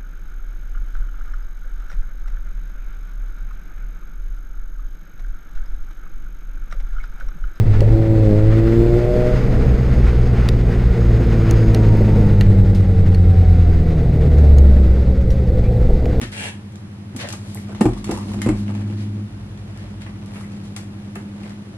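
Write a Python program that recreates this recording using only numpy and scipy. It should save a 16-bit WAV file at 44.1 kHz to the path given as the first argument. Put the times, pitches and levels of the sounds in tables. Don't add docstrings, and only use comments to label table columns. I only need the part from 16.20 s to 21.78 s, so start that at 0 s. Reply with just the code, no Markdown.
import sys
import numpy as np
from scipy import signal
from scipy.fft import rfft, irfft, next_fast_len
from scipy.io import wavfile
from scipy.ndimage import uniform_filter1d

SR = 44100
rng = np.random.default_rng(int(sys.argv[2]) if len(sys.argv) > 2 else 0)


def wav_record(signal):
    frames = np.transpose(np.atleast_2d(signal))
    bounded = np.clip(frames, -1, 1)
    quanta = np.round(bounded * 32767).astype(np.int16)
    wavfile.write(sys.argv[1], SR, quanta)


N = 246008
TIME = np.arange(N) / SR

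# (time [s], level [dB], favoured pitch [Hz], ring [dB],
# weight on the floorboards [dB], deck flex [dB], time to bend fully [s], contact hardness [dB])
KNOCKS = [(0.014, -40.5, 242, 1, 3.5, 7.5, 0.0098, -20), (0.948, -45.5, 248, 0, -2, 13.5, 0.011, 3.5),
          (1.134, -49, 373, 0, -8, -18, .012, 8.5), (1.355, -50.5, 414, -1, -18, 6.5, .012, 11.5),
          (1.491, -48.5, 452, 1.5, -16, 0, .012, 8), (1.6078, -21.5, 212.4, 0, -19, 12, 0.012, 2),
          (1.6538, -25.5, 313, -2, 5, 10.5, 0.012, 5.5), (1.8904, -28.5, 411, -1, -22, -1.5, 0.014, 2.5),
          (1.916, -44, 510, -4, -15, 7, 0.013, 15), (2.1426, -40, 404, 0, 2, -16, .012, 0),
          (2.2609, -27.5, 219, 1, -2.5, 9, 0.014, 5), (2.273, -36, 372, -6, -10, 10, .007, 3),
          (2.2863, -27.5, 304, -1, -1, 10.5, .0155, 6.5), (2.501, -49.5, 470, 3, 1, -7, .012, 13.5),
          (2.615, -55, 402, -3, -12, -8, .012, 0.5), (2.698, -48, 343, -0.5, 5, -13, .012, 5),
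          (4.957, -47.5, 385, -4, -15, 8, 0.015, 5)]
# (frequency [Hz], level [dB], t60 [s])
BODY_MODES = [(43.4, 0.5, 0.55), (72.6, -1.5, 0.32), (118.3, 12, 0.21), (179, 7.5, 0.12), (197, -11, 0.16),
              (235.3, 6.5, 0.18), (253.6, 1, 0.41), (312.1, 3.5, 0.23), (342, 3.5, 0.24),
              (367.5, 4.5, 0.25), (424, -10, 0.2), (484, -4, 0.16), (573, -6, 0.18), (720, -27, 0.16),
              (827, -8, 0.1)]
# (frequency [Hz], level [dB], t60 [s])
CLACK_MODES = [(469, -4, .05), (710, -4.5, 0.056), (835, 3.5, 0.028), (990, -15.5, 0.065),
               (1244, -4, 0.021), (1773, -18, 0.038), (2230, -12.5, 0.023), (2555, -14, 0.025)]
# (frequency [Hz], gain [dB])
CRACK_SPECTRUM = [(60, -79), (200, 4.5), (450, 12.5), (820, 7.5), (1200, -0.5), (1500, -8.5), (2400, -13.5),
                  (3600, -20.5), (6300, -25), (7700, -17), (9000, -22.5), (11000, -23.5)]
# (time [s], level [dB], decay [s], tilt [dB/octave])
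CLICKS = [(0.015, -26, 0.0017, -1.5), (0.118, -44, .003, 5), (0.522, -46, .001, 0),
          (0.557, -43, 0.0017, -0.5), (0.963, -34, 0.0076, 1), (1.074, -38, .002, 1),
          (1.0876, -30, 0.0033, -1), (1.1035, -34.5, .003, -1.5), (1.1256, -31.5, 0.0054, -0.5),
          (1.347, -19, 0.00062, 18), (1.549, -38, 0.0021, -5.5), (1.6138, -32, 0.006, 1),
          (1.733, -43, 0.0053, -4), (1.776, -48, 0.0042, -4), (1.843, -33, 0.0043, -0.5),
          (1.9123, -28.5, 0.0035, 0.5), (2.217, -30.5, 0.0062, -1), (2.5504, -42.5, 0.0057, -5),
          (3.5745, -42.5, 0.0016, 0), (3.8185, -42, .003, -4), (4.06, -44, .002, -0.5),
          (4.1453, -45, 0.0061, -7), (4.5634, -32.5, 0.0044, -0.5), (4.9547, -34.5, 0.002, 4.5),
          (5.2948, -46, .002, 2)]
# (frequency [Hz], gain [dB])
CLICK_SPECTRUM = [(250, -25), (700, 4), (1300, 5), (2100, 6), (3000, 4), (4300, 3), (6300, 1.5),
                  (7800, 3.5), (9000, -3), (11000, 3.5)]
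# (time [s], level [dB], decay [s])
TOCKS = [(1.136, -37.5, 0.0035), (2.196, -48, 0.0018), (2.4804, -34, 0.0022), (2.615, -46, .006),
         (2.6995, -43.5, 0.0035), (3.864, -43.5, 0.0098), (4.158, -44.5, 0.018), (4.564, -41.5, .007),
         (4.9568, -36, 0.0065)]
# (frequency [Hz], gain [dB])
TOCK_SPECTRUM = [(200, -13), (600, 7.5), (1100, 5.5), (1500, 4), (2100, 4), (2800, -2), (4000, -17),
                 (7500, -21), (11000, -20)]
# (time [s], pitch [Hz], level [dB], length [s])
CREAKS = [(1.074, 1700, -35, .002), (1.3735, 2170, -35, .002), (1.519, 1550, -43, .012),
          (1.766, 1030, -43, .01), (1.939, 1010, -36, .012), (1.974, 994, -33.5, .013),
          (2.009, 940, -39, .002), (2.031, 1010, -48, .002), (2.116, 1130, -37, .002),
          (2.141, 684, -36, .002), (2.2178, 2050, -24.5, .002), (2.266, 2230, -35, .002),
          (2.2914, 2240, -30.5, .002), (4.2105, 1310, -38, .002), (4.232, 2140, -44, .017),
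          (5.235, 2300, -45.5, .022)]
# (time [s], pitch [Hz], level [dB], t60 [s])
PINGS = [(1.614, 1820, -27, 0.034), (1.6555, 2360, -33.5, .035), (2.2172, 2080, -29, 0.077),
         (2.2895, 2160, -34, .04)]
# (frequency [Hz], gain [dB])
SCRAPE_SPECTRUM = [(250, 12.5), (600, 17), (720, 11.5), (900, 15), (1220, 2), (1650, 11.5), (2750, 11.5),
                   (3900, 3), (5600, -0.5), (7200, -2), (8000, 0), (9400, 2), (10500, 0), (12500, -15)]
# (frequency [Hz], bandwidth [Hz], gain [dB])
SCRAPE_PEAKS = [(1700, 130, 2), (2310, 40, 1), (2720, 160, -1), (3200, 32, 5), (4270, 70, -2),
                (5700, 50, -2), (6400, 55, -1), (6950, 45, 3), (7640, 60, 9)]
# (start [s], length [s], level [dB], tilt [dB/octave])
RUBS = [(0.005, 0.043, -38.5, -1), (0.112, 0.033, -43.5, 1.5), (0.97, 0.066, -39.5, 0),
        (1.015, 0.052, -38.5, -6), (1.06, 0.11, -60, 0), (1.119, 0.35, -56.5, 5.5),
        (1.765, 0.033, -52.5, 4), (1.999, 0.17, -55.5, 7), (2.329, 0.096, -55, 5),
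        (2.729, 0.13, -54.5, 1.5), (3.56, 0.077, -55, -1.5), (3.789, 0.053, -53.5, 0),
        (4.07, 0.18, -57.5, 10), (4.398, 0.094, -59.5, 3.5), (4.558, 0.06, -56, -5), (5.157, 0.18, -61, -3)]
# (frequency [Hz], gain [dB])
RUB_SPECTRUM = [(250, 10.5), (570, 18), (850, 9.5), (1250, 9.5), (1750, 15), (2800, 10), (3900, 8),
                (5600, 2.5), (7600, -2.5), (9000, -3.5), (10500, -3.5)]
# (start [s], length [s], level [dB])
ROLLS = [(0.867, 0.4, -66), (1.393, 0.54, -49), (1.853, 0.23, -37), (1.974, 0.55, -42), (2.37, 0.52, -49),
         (3.35, 0.65, -59), (4.003, 0.52, -51.5), (5.12, 0.31, -49.5)]
# (frequency [Hz], gain [dB])
ROLL_SPECTRUM = [(25, -30), (43, 17.5), (80, 14), (300, 6), (600, 3.5), (1000, -3), (1500, -9), (2400, -11),
                 (4500, -18.5), (10500, -29), (14000, -23)]
# (time [s], speed [turns/s])
MACHINE_SPEED = [(0, 11.22), (1.5, 12.03), (2.55, 12.94), (3.02, 12.88), (3.08, 10.99), (5.58, 11.36)]
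# (time [s], drive level [dB], brightness [dB/octave])
MACHINE_EFFORT = [(0, -38.5, -6), (1.2, -35.5, -4.5), (2.2, -33.5, 3.5), (2.5, -35, -5.5), (3.3, -36, -6),
                  (4.45, -34, -2.5), (5.58, -39, -1)]
# (order [multiple of the speed], relative level [dB])
DRONE_ORDERS = [(8, 3), (16, -4), (17, 4), (21, 12), (25, 3), (27, 2)]
# (frequency [Hz], gain [dB])
HUM_RESPONSE = [(35, -46), (57, -28.5), (80, -38.5), (95, -2.5), (104, -3), (120, -12.5), (136, -15.5),
                (184, -17), (203, 2.5), (222, -19.5), (285, -24.5), (310, -16.5), (365, -22.5),
                (430, -53.5)]
# (frequency [Hz], gain [dB])
AIR_SPECTRUM = [(22, -1), (50, 0.5), (120, 4.5), (300, 6.5), (500, -4), (1000, -8.5), (2000, -13.5),
                (4000, -21.5), (8000, -29.5), (10500, -27.5), (14000, -24.5)]
# (frequency [Hz], bandwidth [Hz], gain [dB])
MIC_RESONANCES = [(1700, 20, -12), (2030, 21, -3.5), (2280, 19, -26), (2725, 20, -19), (3400, 21, -3),
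                  (7510, 41, 1), (8260, 62, -5)]
# (frequency [Hz], gain [dB])
SIDE_RESPONSE = [(60, -14.5), (190, -8), (350, -6.5), (620, -3.5), (1120, 0), (2000, 2), (3600, 4.5),
                 (6500, 4.5), (11700, 9)]
# (frequency [Hz], gain [dB])
TREBLE_RESPONSE = [(10500, 3), (12500, -15), (16000, -30)]


def knocks(attack_s=0.0081, crossing_s=0.00519, favour_db=6, favour_octaves=0.051, clack_rise_s=0.0033):
    out, t = np.zeros((2, N)), TIME[:SR // 2]
    hz, mode_db, t60 = np.transpose(BODY_MODES)
    modes = np.sin(2 * np.pi * hz[:, None] * (t - crossing_s))
    modes *= undb(-60 * t / t60[:, None]) * (1 - np.exp(-t / attack_s))
    clack = sum(np.sin(2 * np.pi * f * t) * undb(db - 60 * t / ring_s) for f, db, ring_s in CLACK_MODES)
    clack *= 1 - np.exp(-t / clack_rise_s)
    floorboards = hz < 150
    for s, db, pitch_hz, ring_db, weight_db, flex_db, flex_s, hard_db in KNOCKS:
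        favoured_db = favour_db * np.exp(-(np.log2(hz / pitch_hz) / favour_octaves) ** 2)
        body = undb(mode_db + ring_db + favoured_db + weight_db * floorboards) @ modes
        bend = (t / flex_s * np.exp(1 - t / flex_s)) ** 2
        flex = undb(flex_db) * bend * np.sin(2 * np.pi * pitch_hz * (t - crossing_s))
        contact = undb(-1.5) * crack(t) + undb(2) * clack
        add(out, s, undb(db) * (body + flex + undb(hard_db) * contact))
    return out


def crack(t, contact_s=0.0008, decay_s=0.0077, rattle_s=0.033, rattle_db=-14, spread=0.48):
    rattle = undb(rattle_db + 5.5 * wander(172, len(t))) * np.exp(-t / rattle_s)
    envelope = (np.exp(-t / decay_s) + rattle) * (1 - np.exp(-t / contact_s))
    mid, side = noise(len(t))
    stereo = np.array([mid + spread * side, mid - spread * side])
    return unit_rms(colour(stereo, CRACK_SPECTRUM)) * envelope


def clicks():
    out, t = np.zeros((2, N)), TIME[:SR // 8]
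    for s, db, decay_s, tilt_db in CLICKS:
        burst = unit_rms(colour(noise(len(t)), CLICK_SPECTRUM, tilt_db))
        add(out, s, undb(db) * burst * np.exp(-t / decay_s))
    return out


def tocks():
    out, t = np.zeros((2, N)), TIME[:SR // 8]
    for s, db, decay_s in TOCKS:
        burst = unit_rms(colour(noise(len(t)), TOCK_SPECTRUM))
        add(out, s, undb(db) * burst * np.exp(-t / decay_s))
    return out


def creaks(gap_s=0.005, jitter=0.3, detune=0.07, spread_db=2, rise_cycles=1.4, grit_db=-10):
    out, t = np.zeros((2, N)), TIME[:SR // 40]
    for s, hz, db, length_s in CREAKS:
        scatter = rng.standard_normal((16, 3))
        grit = rng.standard_normal((16, 2, len(t)))
        envelope = t * hz / rise_cycles * np.exp(1 - t * hz / rise_cycles)
        slip_count = int(length_s / gap_s) + 1
        for slip, (late, sharp, strong) in enumerate(scatter[:slip_count]):
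            after_s = gap_s * (slip + jitter * late * (slip > 0))
            chirp = np.sin(2 * np.pi * hz * (1 + detune * sharp) * t) + undb(grit_db) * grit[slip]
            add(out, s + after_s, undb(db + spread_db * strong) * envelope * chirp)
    return out


def pings(rise_s=0.00087, overtone_ratio=1.467, overtone_db=-11):
    out, t = np.zeros((2, N)), TIME[:SR // 4]
    for s, hz, db, t60 in PINGS:
        phase = 2 * np.pi * hz * t
        tone = np.sin(phase) + undb(overtone_db) * np.sin(overtone_ratio * phase)
        envelope = undb(db - 60 * t / t60) * (1 - np.exp(-t / rise_s))
        add(out, s, (envelope * tone)[None])
    return out


def scrape(start_s=0.099, length_s=0.2, level_db=-40, judder_hz=166, jitter=0.08, depth=0.32):
    cycles = np.cumsum(judder_hz * (1 + jitter * wander(judder_hz))) / SR
    judder = 1 + depth * np.cos(2 * np.pi * cycles)
    friction = noise(N) * undb(2.5 * wander(900)) * judder
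    envelope = swell(TIME - start_s, length_s, rise=0.52, fall=0.06)
    rasp = colour(friction * envelope, SCRAPE_SPECTRUM)
    rasp = rasp + resonate(rasp, SCRAPE_PEAKS)
    return undb(level_db) * unit_rms(rasp) * np.sqrt(length_s * SR / N)


def rubs(grain_db=2, grains_per_s=900):
    out, t = np.zeros((2, N)), TIME[:SR // 2]
    for s, length_s, db, tilt_db in RUBS:
        catches = noise(len(t)) * undb(grain_db * wander(grains_per_s, len(t)))
        envelope = swell(t, length_s, rise=0.55, fall=0.2)
        add(out, s, undb(db) * envelope * unit_rms(colour(catches, RUB_SPECTRUM, tilt_db)))
    return out


def rolling(grit_db=4, grits_per_s=900, lurch_db=2, lurches_per_s=30):
    grit = noise(N) * undb(grit_db * wander(grits_per_s) + lurch_db * wander(lurches_per_s))
    return wheel_motion() * unit_rms(colour(grit, ROLL_SPECTRUM))


def wheel_motion(creep_from_s=0.86, creep_db=-52.5):
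    creep = undb(creep_db) * np.clip((TIME - creep_from_s) * 10, 0, 1)
    rolls = sum(undb(db) * swell(TIME - s, length_s, rise=0.3, fall=0.7) for s, length_s, db in ROLLS)
    return creep + rolls


def ticks(per_s=60, relative_db=-11, spread_db=2, decay_s=0.004):
    onsets = rng.random(N) < per_s / SR
    slips = onsets * undb(relative_db + spread_db * rng.standard_normal(N)) * wheel_motion()
    envelope = signal.lfilter([1], [1, -np.exp(-1 / (decay_s * SR))], slips)
    return envelope * unit_rms(colour(noise(N), CLICK_SPECTRUM, tilt_db=-4))


def machine(drone_db=6, slows_at_s=3.08, settle_s=1.5, waver_db=1.4, waver_rad=0.28, wavers_per_s=3):
    speed, = curves(MACHINE_SPEED)
    level_db, bright_db = curves(MACHINE_EFFORT)
    drone_share = np.interp(speed, (12.2, 13), [0, 1])
    rumble_db = 19 * (TIME > slows_at_s) * np.exp(-np.abs(TIME - slows_at_s) / settle_s)
    rumble_db = uniform_filter1d(rumble_db, size=SR // 10)
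    turns = 0.19 + np.cumsum(speed) / SR + 0.02 * wander(wavers_per_s)
    swell_db, drive = dict(DRONE_ORDERS), 0
    for order in range(3, 36):
        order_db = bright_db * np.log2(order / 13) + (order == 5) * rumble_db
        gain = undb(order_db + waver_db * wander(wavers_per_s))
        if order in swell_db:
            gain = gain + drone_share * undb(swell_db[order] + drone_db)
        scatter = np.clip((order - 10) / 4, 0, 1)
        lag = scatter * rng.uniform(-np.pi, np.pi) + waver_rad * wander(wavers_per_s)
        drive = drive + gain * np.cos(2 * np.pi * order * turns - lag)
    return colour(drive * undb(level_db), HUM_RESPONSE)


def air(level_db=-48):
    return undb(level_db) * unit_rms(colour(noise(N), AIR_SPECTRUM))


def room(x, wet_db, t60=0.28, build_s=0.0033, echo_s=0.00287):
    t = TIME[:SR // 2]
    tail = noise(len(t)) * undb(-60 * t / t60) * (1 - np.exp(-(t / build_s) ** 2))
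    tail /= np.sqrt(np.sum(tail ** 2) / 2)
    tail = colour(tail, [(60, -10.5), (300, -10.0), (700, 0.5), (4000, 1.5), (11000, -0.5)])
    delayed = np.pad(x, ((0, 0), (int(echo_s * SR), 0)))[:, :N]
    echo = undb(-9) * colour(delayed, [(400, -68), (1200, -32.0)])
    return x + echo + undb(wet_db) * signal.fftconvolve(x, tail, axes=1)[:, :N]


def resonate(x, table):
    return sum(undb(db) * signal.lfilter(*signal.iirpeak(hz, hz / width, fs=SR), x)
               for hz, width, db in table)


def colour(x, points, tilt_db=0):
    size = 2 * next_fast_len(x.shape[-1] // 2 + 4096)
    octave = np.log2(np.maximum(np.arange(size // 2 + 1) * SR / size, 1))
    hz, db = np.transpose(points)
    tilt = tilt_db * (np.clip(octave, np.log2(600), np.log2(12000)) - np.log2(3000))
    gain = undb(np.interp(octave, np.log2(hz), db) + tilt)
    cepstrum = irfft(np.log(gain))
    cepstrum[1:size // 2] *= 2
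    cepstrum[size // 2 + 1:] = 0
    return irfft(rfft(x, size) * np.exp(rfft(cepstrum)))[..., :x.shape[-1]]


def swell(t, length_s, rise, fall):
    done = t / length_s
    ramp = np.clip(np.minimum(done / rise, (1 - done) / fall), 0, 1)
    return np.sin(np.pi / 2 * ramp) ** 2


def wander(per_s, count=N):
    steps = np.arange(count) * per_s / SR
    values = rng.standard_normal(int(steps[-1]) + 2)
    return 1.2 * np.interp(steps, np.arange(len(values)), values)


def curves(table):
    s, *columns = np.transpose(table)
    return [np.interp(TIME, s, column) for column in columns]


def noise(count):
    return rng.standard_normal((2, count))


def unit_rms(x):
    return x / np.sqrt(np.mean(x.mean(0) ** 2))


def undb(db):
    return 10 ** (np.asarray(db) / 20)


def add(track, s, sound):
    start = max(int(s * SR), 0)
    track[:, start:start + sound.shape[1]] += sound[:, :N - start]


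def scene(left_db=2):
    small = room(clicks() + tocks() + ticks() + creaks(), wet_db=-2)
    small += room(rubs(), wet_db=-1)
    small += room(scrape(), wet_db=-3)
    small += room(pings(), wet_db=-5.5)
    pan = undb(np.array([[left_db], [-left_db]]) / 2)
    board = room(knocks(), wet_db=-5.5) + small * pan
    return board + resonate(board, MIC_RESONANCES) + rolling() + machine() + air()


def record(dry, cutoff_hz=15800):
    mid = (dry[0] + dry[1]) / 2
    side = colour((dry[0] - dry[1]) / 2, SIDE_RESPONSE)
    stereo = colour(np.array([mid + side, mid - side]), TREBLE_RESPONSE)
    return signal.sosfilt(signal.ellip(8, .2, 70, cutoff_hz, fs=SR, output="sos"), stereo)


dry = scene()
out = record(dry)
wav_record(out)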